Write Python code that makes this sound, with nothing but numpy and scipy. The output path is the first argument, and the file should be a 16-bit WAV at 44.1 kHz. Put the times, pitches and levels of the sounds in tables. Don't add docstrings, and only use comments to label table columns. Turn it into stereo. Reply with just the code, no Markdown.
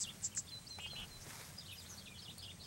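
import sys
import numpy as np
from scipy import signal
from scipy.fft import rfft, irfft
from scipy.io import wavfile

SR = 44100
rng = np.random.default_rng(int(sys.argv[2]) if len(sys.argv) > 2 else 0)


def store_pcm(level_fs):
    pcm = np.round(np.clip(level_fs, -1, 1) * 32767).astype(np.int16)
    wavfile.write(sys.argv[1], SR, np.atleast_2d(pcm).T)


N = 117306
T = np.arange(N) / SR

# (frequency [Hz], relative level [dB])
AIR_SPECTRUM = [(20, -18), (50, -6.5), (68, -12.5), (88, -1.5), (120, -2), (180, -3.5), (245, -13.5),
                (450, -15.5), (1400, -21), (3500, -20.5), (7500, -19), (10000, -23.5), (13000, -31.5),
                (15500, -42)]
# (frequency [Hz], likeness [0-1])
NOISE_LIKENESS = [(30, 0.92), (170, 0.86), (350, 0.42), (1000, 0.42), (3000, 0), (12000, 0.19)]
# (frequency [Hz], level [dB], spread of the frequency drift [Hz])
STEADY_TONES = [(87.25, -65, 4), (8354, -72, 3), (15734, -76, 1)]
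# (time [s], level [dB])
GUST_LEVEL = [(.9, -77), (.965, -54.5), (.995, -50.5), (1.05, -58), (1.12, -65), (1.19, -61), (1.26, -76)]
# (frequency [Hz], relative level [dB])
GUST_SPECTRUM = [(20, -15), (36, 0.5), (65, -20.5), (170, -8), (300, -31), (900, -26)]
# (time [s], level [dB])
RUSTLE_LEVEL = [(0, -57.5), (.75, -75.5), (1.0, -59), (1.15, -63.5), (1.25, -57.5), (1.31, -51),
                (1.39, -51), (1.48, -56), (1.57, -62.5), (1.8, -64.5), (1.95, -57.5), (2.1, -72),
                (2.66, -91)]
# (frequency [Hz], relative level [dB])
RUSTLE_SPECTRUM = [(180, -40), (300, 1), (372, -20), (404, -5), (571, -9.5), (1940, -3.5), (3180, -14),
                   (4420, -6), (9450, -9), (15500, -17.5)]
# (time [s], level [dB], centre [Hz], bandwidth [Hz], time to fall 30 dB [s])
DRY_TICKS = [(.374, -47, 1800, 448, 0.015), (0.787, -49, 2400, 1800, 0.013), (0.785, -45.5, 780, 590, .025),
             (.859, -52, 700, 900, 0.032), (.93, -53.5, 550, 400, 0.045), (1.258, -45, 150, 70, 0.068),
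             (1.304, -47.5, 1090, 1780, 0.026), (1.802, -56, 1195, 3000, .015),
             (2.372, -56, 600, 700, 0.032), (2.381, -49.5, 10000, 3500, .018),
             (2.426, -56, 10500, 5000, .012), (1.797, -58, 11000, 4000, .04)]
# (time of the loudest moment [s], level [dB], top pitch [Hz], sweep rise [s], length factor [1])
BUZZ_CALLS = [(0.0203, -30.3, 8000, .0007, 1.05), (.2225, -45, 9300, .0005, 0.27),
              (.252, -30, 7650, .0005, 1.15), (.3505, -40, 9000, .0005, .15),
              (.381, -30.2, 7650, .0005, 1.05)]

# (time from the start [s], pitch [Hz], relative level [dB], flutter depth [Hz])
UPSLUR_SHAPE = [(0, 4290, -22, 60), (.007, 4530, -3.5, 60), (.012, 4630, -0.5, 60), (.019, 5350, -8, 60.3)]
WHISTLE_SHAPE = [(0, 4120, -13, 0), (.014, 4185, -1, 0), (.034, 4080, -1, 0), (.054, 4000, -3, 0),
                 (.078, 4050, -4, 0), (.09, 4070, -20, 0)]
FLAT_TRILL_SHAPE = [(0, 2400, -7, 250), (.006, 2280, -8, 200), (.018, 2860, -1, 290), (.05, 2890, 0, 300),
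                    (.072, 2800, 2.5, 350), (.095, 2900, -10, 280)]
ARCHED_TRILL_SHAPE = [(0, 2330, -11, 200), (.012, 2900, 0, 270), (.028, 2970, -2, 300),
                      (.048, 3090, 1, 320), (.073, 2860, 2, 320), (.09, 2980, -3.5, 310),
                      (.103, 2750, -13, 250)]
SWOOP_SHAPE = [(0, 5250, -11, 50), (.009, 5150, 2, 90), (.026, 4500, -7, 250), (.037, 3550, -1, 40),
               (.05, 3200, 0, 20), (.056, 2900, -22, 20), (.068, 2835, 0, 30), (.081, 3000, -3, 70),
               (.093, 3750, 3, 70), (.099, 2500, -10, 50), (.107, 2030, -16, 50)]
DIP_SHAPE = [(0, 5050, -12, 20), (.014, 5000, 6, 110), (.024, 4700, -12, 170), (.04, 3700, -4, 60),
             (.056, 3350, -18, 60), (.068, 2990, -20, 60), (.084, 3450, -12, 60), (.094, 4160, -0.5, 290),
             (.108, 4340, -16, 100)]
BURR_SHAPE = [(0, 4300, -6, 60), (.018, 4364, 5, 380), (.034, 4100, -7, 350), (.045, 3400, -9, 80.5),
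              (.056, 3250, -6, 60), (.066, 3096, -16, 59.5)]
DROOP_SHAPE = [(0, 3700, -5, 400), (.005, 3750, 4, 380), (.01, 2950, 0, 60), (.021, 2500, -2, 20),
               (.03, 2440, -9, 10), (.068, 2430, -4, 10), (.079, 2300, -12, 10)]
# (start time [s], level [dB], pitch factor [1], length factor [1])
UPSLUR_NOTES = [(.48, -48.5, 0.98, 0.97), (.664, -47.5, 0.99, 0.93), (.865, -52.5, 0.98, 1),
                (1.069, -56, 1, 1)]
WHISTLE_NOTES = [(.51, -45, .995, 0.99), (.698, -46.5, 1, 0.98), (.9, -48, 1.003, 1.01),
                 (1.104, -53, 1, 0.96)]
FLAT_TRILL_NOTES = [(.786, -44.5, 1, 1)]
ARCHED_TRILL_NOTES = [(.952, -46, 1, 1)]
SWOOP_NOTES = [(.007, -42.5, 0.97, 0.99), (2.219, -45.5, 1.01, 0.94), (2.42, -46, .99, 0.95),
               (2.634, -45, 1, 0.95)]
DIP_NOTES = [(1.572, -44.5, 0.99, 1), (1.774, -44.5, 0.99, 0.99)]
BURR_NOTES = [(1.971, -48, 1, 0.9), (2.176, -48, 0.98, 0.91), (2.379, -47, 1.01, 0.94),
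              (2.597, -49, 0.98, 1)]
DROOP_NOTES = [(2.057, -49.5, 1, .98)]
# (start time [s], length [s], first pitch [Hz], middle pitch [Hz], last pitch [Hz],
# level [dB], flutter depth [Hz])
CHIP_NOTES = [(.317, .031, 2950, 3050, 2050, -53.5, 30), (.469, .024, 3850, 3450, 3800, -52, 120),
              (.492, .032, 3700, 3350, 2550, -55, 70), (.683, .065, 6050, 5950, 5750, -56, 220),
              (.686, .03, 7600, 7550, 7450, -59, 300), (.805, .044, 7340, 7470, 7730, -59, 300),
              (.873, .022, 3150, 3220, 3150, -48, 70), (.896, .026, 3100, 3240, 2800, -47, 150),
              (1.205, .035, 5300, 5600, 6200, -54.5, 700), (1.679, .012, 3400, 2970, 2850, -50, 30),
              (1.688, .016, 3650, 3080, 2900, -46, 30), (1.704, .022, 3450, 3400, 2750, -45, 420),
              (1.713, .05, 10800, 11300, 12400, -56, 700), (1.725, .02, 2650, 2500, 2650, -48.5, 20),
              (1.734, .016, 4050, 3550, 3150, -54, 60), (1.751, .022, 3250, 3050, 2750, -52, 50),
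              (1.817, .03, 7400, 7600, 7970, -59, 400), (1.89, .055, 6450, 6200, 5550, -48.5, 300),
              (2.072, .018, 3200, 3500, 3750, -49, 260), (2.141, .044, 3420, 3330, 2900, -52, 100),
              (2.148, .03, 3080, 2980, 2900, -55, 40), (2.282, .04, 3400, 3900, 3850, -52, 180),
              (2.424, .03, 3350, 3200, 3080, -47, 300)]

# (left minus right [dB], lead of the left side [ms])
BUZZER_AT, WHISTLER_AT = (7.8, 0.135), (6.7, 0.012)
TRILLER_AT, WARBLER_AT = (7.8, 0.094), (8.03, 0.11)

AIR_DB, AIR_PAN_DB, AIR_FLICKER_DB = -55.5, 1.5, 1.52
HISS_TOP_HZ, CUTOFF_HZ = 14000, 15900
RUSTLE_GRAIN_DB, RUSTLE_PAN_DB = 2.5, 5.5

BUZZ_PULSES_PER_S, BUZZ_JITTER = 222, .008
BUZZ_LOW_HZ, BUZZ_LOW_CUT_HZ = 4100, 3800
BUZZ_SAG_HZ_PER_S, BUZZ_EARLY_HZ_PER_S = 60000, 35000
BUZZ_SWELL_S, BUZZ_FADE_S = .016, .018

TRILL_FLUTTER_HZ, WARBLE_FLUTTER_HZ, FLUTTER_ROUGH = 308, 220, .07
FLUTTER_RASP = .12
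FLUTTER_THROB, THROB_LAG_RAD = .5, .7
PITCH_WAVER, NOTE_FLICKER_DB, OVERTONE_DB = .004, 2.1, -26
NOTE_EDGE_S = .003

BUZZ_SCATTER_DB, TRILL_SCATTER_DB, SCATTER_T60_S = -8, -15, .055
BUSH_ECHO_DB, BUSH_T60_S = -9, .17
WHISTLE_ECHO_DB, FAR_ECHO_DB, FAR_T60_S = -13, -25, .7


def from_db(db):
    return 10 ** (np.asarray(db) / 20)


def rms_one(x):
    return x / np.sqrt(np.mean(x ** 2) + 1e-20)


def at_hz(points, hz):
    f, v = np.transpose(points)
    return np.interp(np.log(hz), np.log(f), v)


def drift(rate_hz):
    pole = np.exp(-16 * np.pi * rate_hz / SR)
    white = rng.standard_normal(N // 8 + 4002)
    slow = signal.lfilter([1], [1, -2 * pole, pole * pole], white)[4000:]
    return np.interp(np.arange(N) / 8, np.arange(len(slow)), rms_one(slow))


def place(x, pan_db, lead_ms=0):
    cycles_per_sample = np.arange(N + 1) / (2 * N)
    delay = np.exp(-2j * np.pi * cycles_per_sample * SR * lead_ms / 1000)
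    right = irfft(rfft(x, 2 * N) * delay)[:N]
    return np.array([x * from_db(pan_db / 2), right * from_db(-pan_db / 2)])


def banded_noise(spectrum, flicker_db, pan_db):
    out = 0
    edges = 19 * 2 ** np.arange(0, 10.1, .5)
    white = rng.standard_normal((2, 2, N))
    for k, (low, high) in enumerate(zip(edges, edges[1:])):
        hz = np.sqrt(low * high)
        if spectrum[0][0] / 2 < hz < spectrum[-1][0] * 2:
            band = signal.butter(3, [low, high], "band", fs=SR, output="sos")
            mid, side = signal.sosfilt(band, white[k % 2])
            alike = np.clip(at_hz(NOISE_LIKENESS, hz), -1, 1)
            gain = from_db(at_hz(spectrum, hz) + flicker_db * drift(23))
            out = out + gain * (np.sqrt(1 + alike) * mid + np.sqrt(1 - alike) * side * [[1], [-1]])
    out = signal.sosfilt(signal.butter(10, HISS_TOP_HZ, fs=SR, output="sos"), out)
    return rms_one(out) * from_db([[pan_db / 2], [-pan_db / 2]])


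def scatter(x, t60, count=90):
    echoes = np.zeros((2, SR))
    for side in echoes:
        delay = rng.uniform(.002, min(t60, .95), count)
        side[(delay * SR).astype(int)] = rng.choice([-1, 1], count) * from_db(-60 * delay / t60)
        side /= np.sqrt(np.sum(side ** 2))
    return signal.fftconvolve(x, echoes, axes=1)[:, :N]


def steady_tones():
    out = np.zeros(N)
    for hz, db, spread_hz in STEADY_TONES:
        phase = 2 * np.pi * np.cumsum(hz + spread_hz * drift(8.2)) / SR
        out += from_db(db) * rms_one(np.sin(phase) * from_db(1.5 * drift(6)))
    return out


def gust():
    level_db = np.interp(T, *np.transpose(GUST_LEVEL))
    return from_db(level_db) * banded_noise(GUST_SPECTRUM, 2.3, pan_db=-3)


def air():
    rumble_and_hiss = from_db(AIR_DB) * banded_noise(AIR_SPECTRUM, AIR_FLICKER_DB, AIR_PAN_DB)
    return rumble_and_hiss + steady_tones() + gust()


def rustle():
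    level_db = np.interp(T, *np.transpose(RUSTLE_LEVEL)) + RUSTLE_GRAIN_DB * drift(360)
    return from_db(level_db) * banded_noise(RUSTLE_SPECTRUM, 1.7, RUSTLE_PAN_DB)


def ticks():
    out = np.zeros(N)
    for s, db, hz, width_hz, fall_s in DRY_TICKS:
        pole = np.exp(-np.pi * width_hz / SR)
        feedback = [1, -2 * pole * np.cos(2 * np.pi * hz / SR), pole * pole]
        burst = rms_one(signal.lfilter([1, 0, -1], feedback, rng.standard_normal(N)))
        age = np.maximum(T - s, 0)
        onset = 1 - np.exp(-age * hz)
        out += burst * from_db(db - 30 * age / fall_s) * onset
    return place(out, pan_db=2.5)


def tone(hz):
    phase = 2 * np.pi * np.cumsum(hz) / SR
    return np.sin(phase) + from_db(OVERTONE_DB) * np.sin(2 * phase) * (hz < SR / 4)


def sing(shape, notes, flutter_hz=WARBLE_FLUTTER_HZ, rough=FLUTTER_ROUGH):
    s, hz, db, depth = np.transpose(shape)
    flutter = 2 * np.pi * np.cumsum(flutter_hz * (1 + rough * drift(148))) / SR
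    waver = 1 + PITCH_WAVER * drift(68)
    flicker = NOTE_FLICKER_DB * drift(85)
    rasp = FLUTTER_RASP * drift(500)
    out = np.zeros(N)
    for start, level_db, pitch, length in notes:
        end = start + s[-1] * length
        on = (T > start - NOTE_EDGE_S) & (T < end + NOTE_EDGE_S)
        t = (T[on] - start) / length
        edge = np.clip(np.minimum(T[on] - start, end - T[on]) / NOTE_EDGE_S + 1, 0, 1)
        swing = np.interp(t, s, depth)
        throb_depth = FLUTTER_THROB * np.tanh(swing / flutter_hz)
        throb = 1 + throb_depth * np.cos(flutter[on] - THROB_LAG_RAD)
        glide = pitch * np.interp(t, s, hz) * waver[on]
        note_hz = glide + swing * (np.sin(flutter[on]) + rasp[on])
        gain = from_db(level_db + np.interp(t, s, db) + flicker[on])
        out[on] += edge * throb * gain * tone(note_hz)
    return out


def chips(edge_db=-8):
    out = np.zeros(N)
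    along = np.linspace(-1, 1, 9)
    for start, length, first, middle, last, db, depth in CHIP_NOTES:
        bend = (first + last) / 2 - middle
        hz = middle + (last - first) / 2 * along + bend * along ** 2
        arc = np.transpose([(along + 1) / 2 * length, hz, edge_db * along ** 2, np.full_like(along, depth)])
        out += sing(arc, [(start, db, 1, 1)])
    return out


def buzzes(attack_s=.0002, ring_s=.0021, echo_s=.0026, echo_width_s=.0006, echo_db=-5.5,
           pitch_rough=.035, flicker_db=1.5):
    out = np.zeros(N)
    rough = 1 + pitch_rough * drift(913)
    flicker = flicker_db * drift(160)
    cycles = np.cumsum(BUZZ_PULSES_PER_S * (1 + BUZZ_JITTER * drift(60))) / SR
    for s, db, top_hz, rise_s, length in BUZZ_CALLS:
        turn = (cycles - np.interp(s, T, cycles) + .15) % 1
        age = turn / BUZZ_PULSES_PER_S
        top = top_hz + BUZZ_EARLY_HZ_PER_S * np.maximum(s - BUZZ_SWELL_S / 2 - T, 0)
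        sweep = top - (top - BUZZ_LOW_HZ) * np.exp(-(age / rise_s) ** 1.9)
        hz = sweep - BUZZ_SAG_HZ_PER_S * age
        attack = 1 - np.exp(-(age / attack_s) ** 2)
        ring = np.exp(-(age / ring_s) ** 4)
        echo = from_db(echo_db) * np.exp(-((age - echo_s) / echo_width_s) ** 2)
        pulse = attack * (ring + echo) * (1 - turn ** 10)
        side_s = np.where(T < s, BUZZ_SWELL_S, BUZZ_FADE_S)
        swell = np.exp(-np.abs((T - s) / length / side_s) ** 2.4)
        out += from_db(db + flicker) * swell * pulse * np.sin(2 * np.pi * np.cumsum(hz * rough) / SR)
    return signal.sosfilt(signal.butter(4, BUZZ_LOW_CUT_HZ, "high", fs=SR, output="sos"), out)


def whistles():
    return sing(UPSLUR_SHAPE, UPSLUR_NOTES) + sing(WHISTLE_SHAPE, WHISTLE_NOTES)


def trills():
    flat = sing(FLAT_TRILL_SHAPE, FLAT_TRILL_NOTES, TRILL_FLUTTER_HZ, rough=.03)
    arched = sing(ARCHED_TRILL_SHAPE, ARCHED_TRILL_NOTES, TRILL_FLUTTER_HZ, rough=.08)
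    return flat + arched


def warbles():
    swoops_and_dips = sing(SWOOP_SHAPE, SWOOP_NOTES) + sing(DIP_SHAPE, DIP_NOTES)
    burrs_and_droop = sing(BURR_SHAPE, BURR_NOTES) + sing(DROOP_SHAPE, DROOP_NOTES)
    return swoops_and_dips + burrs_and_droop + chips()


def birds():
    buzz = place(buzzes(), *BUZZER_AT)
    whistle = place(whistles(), *WHISTLER_AT)
    trill = place(trills(), *TRILLER_AT)
    warble = place(warbles(), *WARBLER_AT)
    near = scatter(from_db(BUZZ_SCATTER_DB) * buzz + from_db(TRILL_SCATTER_DB) * trill, SCATTER_T60_S)
    bushes = scatter(from_db(BUSH_ECHO_DB) * warble, BUSH_T60_S, count=40)
    to_plain = from_db(WHISTLE_ECHO_DB) * whistle + from_db(FAR_ECHO_DB) * (buzz + trill + warble)
    far = scatter(to_plain, FAR_T60_S, count=300)
    return buzz + trill + warble + whistle + near + bushes + far


def scene():
    return air() + rustle() + ticks() + birds()


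def record(dry):
    return signal.sosfilt(signal.ellip(12, .2, 80, CUTOFF_HZ, fs=SR, output="sos"), dry)


dry = scene()
out = record(dry)
store_pcm(out)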